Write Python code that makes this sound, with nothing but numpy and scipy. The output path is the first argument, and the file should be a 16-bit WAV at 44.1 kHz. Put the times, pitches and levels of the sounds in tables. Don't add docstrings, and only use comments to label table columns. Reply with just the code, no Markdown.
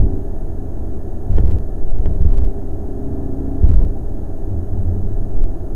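import sys
import numpy as np
from scipy import signal
from scipy.fft import rfft, irfft, next_fast_len
from scipy.io import wavfile
from scipy.ndimage import uniform_filter1d

SR = 44100
rng = np.random.default_rng(int(sys.argv[2]) if len(sys.argv) > 2 else 0)


def persist_wave(psi):
    counts = np.round(np.clip(psi, -1, 1) * 32767).astype(np.int16)
    wavfile.write(sys.argv[1], SR, np.atleast_2d(counts).T)


N = 253575
TIME = np.arange(N) / SR

# t/s, cycle rate f/Hz
ENGINE_SPEED = [(0, 26.92), (.3, 26.91), (.7, 26.69), (2.1, 26.31), (2.9, 26.75), (3.5, 27.2), (4.3, 26.96),
                (5.3, 26.85), (5.75, 26.66)]
# multiple of the cycle rate, base coasting level/dB, full-throttle level/dB
ENGINE_ORDERS = [(5, -45, -37), (7, -54, -47), (8, -50, -39), (9, -54, -46), (10, -44, -31), (11, -49, -37),
                 (12, -48, -40), (13, -49, -43), (14, -50, -39), (16, -56, -49), (17, -64, -54),
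                 (20, -60, -56), (21, -55, -56), (22, -58, -57), (23, -60, -57), (24, -54, -48),
                 (25, -53, -51), (26, -62, -59), (28, -65, -56), (30, -67, -60), (31, -72, -63),
                 (44, -78, -76), (50, -70, -72), (64, -77, -75)]
# start t/s, length t/s, depth (0-1)
PRESSES = [(-.5, 0.66, 1), (1.807, 1.05, 0.3), (2.713, .85, 1.0)]
PRESS_S, LIFT_S = 0.39, 0.081
PIPE_HZ, PIPE_WIDTH_HZ = 398, 7

# f/Hz, relative level/dB per Hz
ROAR_SPECTRUM = [(60, -1), (115, 3.5), (160, -0.5), (240, 0), (340, 3), (430, -4.5), (500, -13), (570, -9),
                 (760, -8.5), (880, -17), (1080, -25), (1400, -28), (1820, -31.5), (2100, -44),
                 (3000, -51.5)]
# f/Hz, width f/Hz, level/dB
PANELS = [(420.6, 42, -49), (666, 85, -56.5), (1725, 17, -73)]
# start t/s, length t/s, body shaking level/dB, slow cabin air heave level/dB, cabin boom level/dB
PATCHES = [(-.06, 0.085, -13, -11, -15), (1.281, 0.26, -12.5, -9.5, -24.5), (1.777, 0.18, -31, -7, -39.5),
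           (1.968, .18, -15, -13, -25), (2.18, 0.26, -12.5, -10, -29), (3.586, .24, -10, -12, -24),
           (4.477, 0.087, -38, -37, -21.5), (4.689, 0.286, -21, -22, -20.5), (4.977, 0.26, -21, -18, -27),
           (5.3, 0.14, -23, -7.5, -53)]
SHAKE, HEAVE, BOOM = 2, 3, 4
PATCH_ATTACK_S, PATCH_RELEASE_S = 0.05, 0.07
SMOOTH_SHAKE_DB, SMOOTH_HEAVE_DB, SMOOTH_BOOM_DB = -24.5, -20, -32.5

# f/Hz, relative level/dB per Hz
THUD_SPECTRUM = [(10, 0), (25, 10), (45, -2), (74, 0), (95, -16), (120, -20.5), (165, -18), (250, -26.5),
                 (500, -31), (1000, -53), (2000, -92)]
# f/Hz, relative level/dB per Hz
HEAVE_SPECTRUM = [(1, -31), (2, -18.5), (6, 10.5), (9, 1.5), (14, -26.5), (25, -6.5), (60, -46),
                  (200, -110)]
# f/Hz, relative level/dB per Hz
RUSTLE_SPECTRUM = [(300, 1), (1000, 5), (1500, -2.5), (2200, -10.5), (4000, -15), (6000, -18.5),
                   (15000, -31)]

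# f/Hz, level/dB
WHINE = [(3898, -88), (6475, -81), (6525, -74), (9100, -77), (9150, -83), (11725, -90)]
# f/Hz, relative level/dB per Hz
HISS_SPECTRUM = [(100, -27), (2000, 2), (2700, 3.5), (3150, 4.5), (3600, 3), (5000, 2), (8000, 3),
                 (15000, 4.5)]

# t/s, level/dB, pitch of the body's answer f/Hz
THUMPS = [(0.022, -3, 62.4), (1.296, -8, 83.5), (1.356, -7, 62.3), (1.393, 0, 54.7), (1.436, -4, 68.8),
          (2.084, -8.5, 64.7), (2.207, -1.5, 56.4), (2.252, -2.5, 68.8), (3.633, 0, 67.4),
          (3.694, -1, 80.8), (3.762, -0.5, 52.3)]
# t/s, relative level/dB, ticks in the run
TICKS = [(1.3665, -33, 1), (1.4015, -38, 1), (1.460, -39, 1), (1.477, -34, 1), (1.5035, -39, 1),
         (1.513, -35, 2), (1.586, -38, 1), (1.906, -38, 1), (1.9865, -39, 1), (2.218, -39, 1),
         (2.377, -33, 2), (2.443, -35, 3), (3.688, -36, 2), (3.7425, -36, 1), (3.8325, -39, 1),
         (3.850, -38, 1), (5.370, -38, 1), (5.4405, -34, 1)]
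TICK_GAP_S, TICK_FALL_DB = 0.0055, 1.5

# t/s, relative level/dB
KNOCKS = [(1.3818, -31), (1.384, -26), (2.0583, -27), (3.719, -39)]
# f/Hz, relative level/dB, 60 dB decay t/s
TRIM_MODES = [(373, 6, 0.025), (550, -20, 0.035), (900, 2, 0.004), (1410, -0.5, 0.0087), (1764, -9, 0.024),
              (2500, -21, 0.0071), (3100, -5.5, 0.0081), (5630, -8.5, 0.0031)]
EDGE_HZ = 15300


def gain_of(db):
    return 10 ** (np.asarray(db) / 20)


def evened(x):
    return x / np.sqrt(np.mean(x ** 2) + 1e-20)


def curve(rows):
    return np.interp(TIME, *np.transpose(rows))


def add(mix, s, sound):
    part = mix[round(s * SR):][:len(sound)]
    part += sound[:len(part)]


def noise(shape):
    size = next_fast_len(N)
    hz = np.fft.rfftfreq(size, 1 / SR)
    spectrum = rfft(rng.standard_normal(size)) * shape(hz)
    return evened(irfft(spectrum, size)[:N])


def coloured(points):
    hz, db = np.transpose(points)
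    return noise(lambda f: gain_of(np.interp(np.log(f + 1), np.log(hz + 1), db)))


def ringing(hz, width):
    return noise(lambda f: 1 / (1 + 0.5 * ((f - hz) / width) ** 2) ** 2)


def steadied(x, seconds):
    size = max(int(seconds * SR), 2)
    power = uniform_filter1d(uniform_filter1d(x ** 2, size), size)
    return x / np.sqrt(abs(power) + 1e-9)


def drift(rate_hz):
    steps = np.linspace(0, TIME[-1], 2048)
    hz = np.fft.rfftfreq(len(steps), steps[1])
    slow = irfft(rfft(rng.standard_normal(len(steps))) / (1 + (hz / rate_hz) ** 2))
    return np.interp(TIME, steps, evened(slow))


def swell(start, length, attack_s, release_s):
    held = np.clip((np.minimum(TIME, start + length) - start) / attack_s, 0, 1)
    return held * np.exp(-np.maximum(TIME - start - length, 0) / release_s)


def pedal():
    presses = [depth * swell(s, length, PRESS_S, LIFT_S) for s, length, depth in PRESSES]
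    return np.max(presses, axis=0)


def road(smooth_db, column):
    power = gain_of(smooth_db) ** 2
    for row in PATCHES:
        patch = gain_of(row[column]) * swell(row[0], row[1], PATCH_ATTACK_S, PATCH_RELEASE_S)
        power = power + patch ** 2
    return np.sqrt(power)


def shaking():
    return road(SMOOTH_SHAKE_DB, SHAKE)


def engine(waver_db=1.5, coasting_db=-0.16, drone_db=-43, drone_pull_db=9.0):
    phase_wander = 0.001 * drift(rate_hz=4)
    speed, throttle = curve(ENGINE_SPEED), pedal()
    turns = np.cumsum(speed) / SR + phase_wander
    in_tune = 1 / (1 + ((15 * speed - PIPE_HZ) / PIPE_WIDTH_HZ) ** 2)
    drone_level_db = drone_db + drone_pull_db * np.sqrt(throttle) * in_tune
    out = gain_of(drone_level_db) * np.sin(2 * np.pi * 15 * turns)
    for order, coast_db, pull_db in ENGINE_ORDERS:
        level_db = (1 - throttle) * (coast_db + coasting_db) + throttle * pull_db
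        level_db = level_db + waver_db * drift(rate_hz=1.9)
        out += gain_of(level_db) * np.sin(2 * np.pi * (order * turns + rng.random()))
    return np.sqrt(2) * out


def tyres(roar_db=-34.0, pull_db=0.9, cavity_db=-13):
    roar = gain_of(roar_db + pull_db * pedal()) * coloured(ROAR_SPECTRUM)
    panels = sum(gain_of(db) * ringing(hz, width) for hz, width, db in PANELS)
    boom = steadied(ringing(hz=91.2, width=11.0), seconds=0.19)
    cavity = steadied(ringing(hz=199, width=6), seconds=0.2)
    return roar + panels + road(SMOOTH_BOOM_DB, BOOM) * (boom + gain_of(cavity_db) * cavity)


def jolts(rustle_db=-34.5, looseness=2.13, grain_db=2):
    shake = shaking()
    thud = shake * steadied(coloured(THUD_SPECTRUM), seconds=0.055)
    heave = road(SMOOTH_HEAVE_DB, HEAVE) * steadied(coloured(HEAVE_SPECTRUM), seconds=0.022)
    grain = gain_of(grain_db * drift(rate_hz=10))
    rub = np.hypot(thud, shake) ** looseness * grain
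    return thud + heave + gain_of(rustle_db) * rub * coloured(RUSTLE_SPECTRUM)


def electronics(hiss_db=-64):
    whine = sum(gain_of(db) * np.sin(2 * np.pi * (hz * TIME + rng.random())) for hz, db in WHINE)
    return np.sqrt(2) * whine + gain_of(hiss_db) * coloured(HISS_SPECTRUM)


def thumps(attack_s=0.0018, decay_s=0.022, overtone_db=-13):
    out, t = np.zeros(N), TIME[:SR // 5]
    swing = (1 - np.exp(-t / attack_s)) * np.exp(-t / decay_s)
    for s, db, hz in THUMPS:
        overtone = gain_of(overtone_db) * np.sin(2 * np.pi * 2.196 * hz * t)
        body = np.sin(2 * np.pi * hz * t) + overtone
        add(out, s, gain_of(db) * swing * body)
    return out


def ticks(tick_db=6, decay_s=0.00027, faint_db=-42, faint_per_s=40):
    shake = shaking()
    chance = faint_per_s / SR * (shake / shake.max()) ** 4
    steps = (rng.random(N) < chance) * gain_of(faint_db) * rng.uniform(-1, 1, N)
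    for s, db, count in TICKS:
        for k in range(count):
            add(steps, s + k * TICK_GAP_S, gain_of([db - k * TICK_FALL_DB]))
    fade = np.exp(-TIME[:SR // 100] / decay_s)
    return gain_of(tick_db) * signal.oaconvolve(steps, fade)[:N]


def knocks(push_db=15, push_s=0.0018, shudder_db=-0.5, shudder_s=0.023):
    out, t = np.zeros(N), TIME[:SR // 5]
    ring = sum(gain_of(db - 60 * t / t60) * np.sin(2 * np.pi * hz * t) for hz, db, t60 in TRIM_MODES)
    push = gain_of(push_db) * np.exp(-t / push_s)
    contact = 1 - np.exp(-(t / 0.0004) ** 2)
    shudder = np.zeros(N)
    for s, db in KNOCKS:
        add(out, s, gain_of(db) * contact * (ring + push))
        add(shudder, s, gain_of(db + shudder_db) * contact * np.exp(-t / shudder_s))
    return out + shudder * coloured(ROAR_SPECTRUM)


def scene():
    mix = engine() + tyres() + jolts() + electronics() + thumps() + ticks() + knocks()
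    return mix[None]


def record(dry):
    rounded = dry / (1 + dry ** 6) ** (1 / 6)
    lowpass = signal.firwin(301, EDGE_HZ, window=("kaiser", 8), fs=SR)
    return signal.oaconvolve(rounded, lowpass[None], "same")


dry = scene()
out = record(dry)
persist_wave(out)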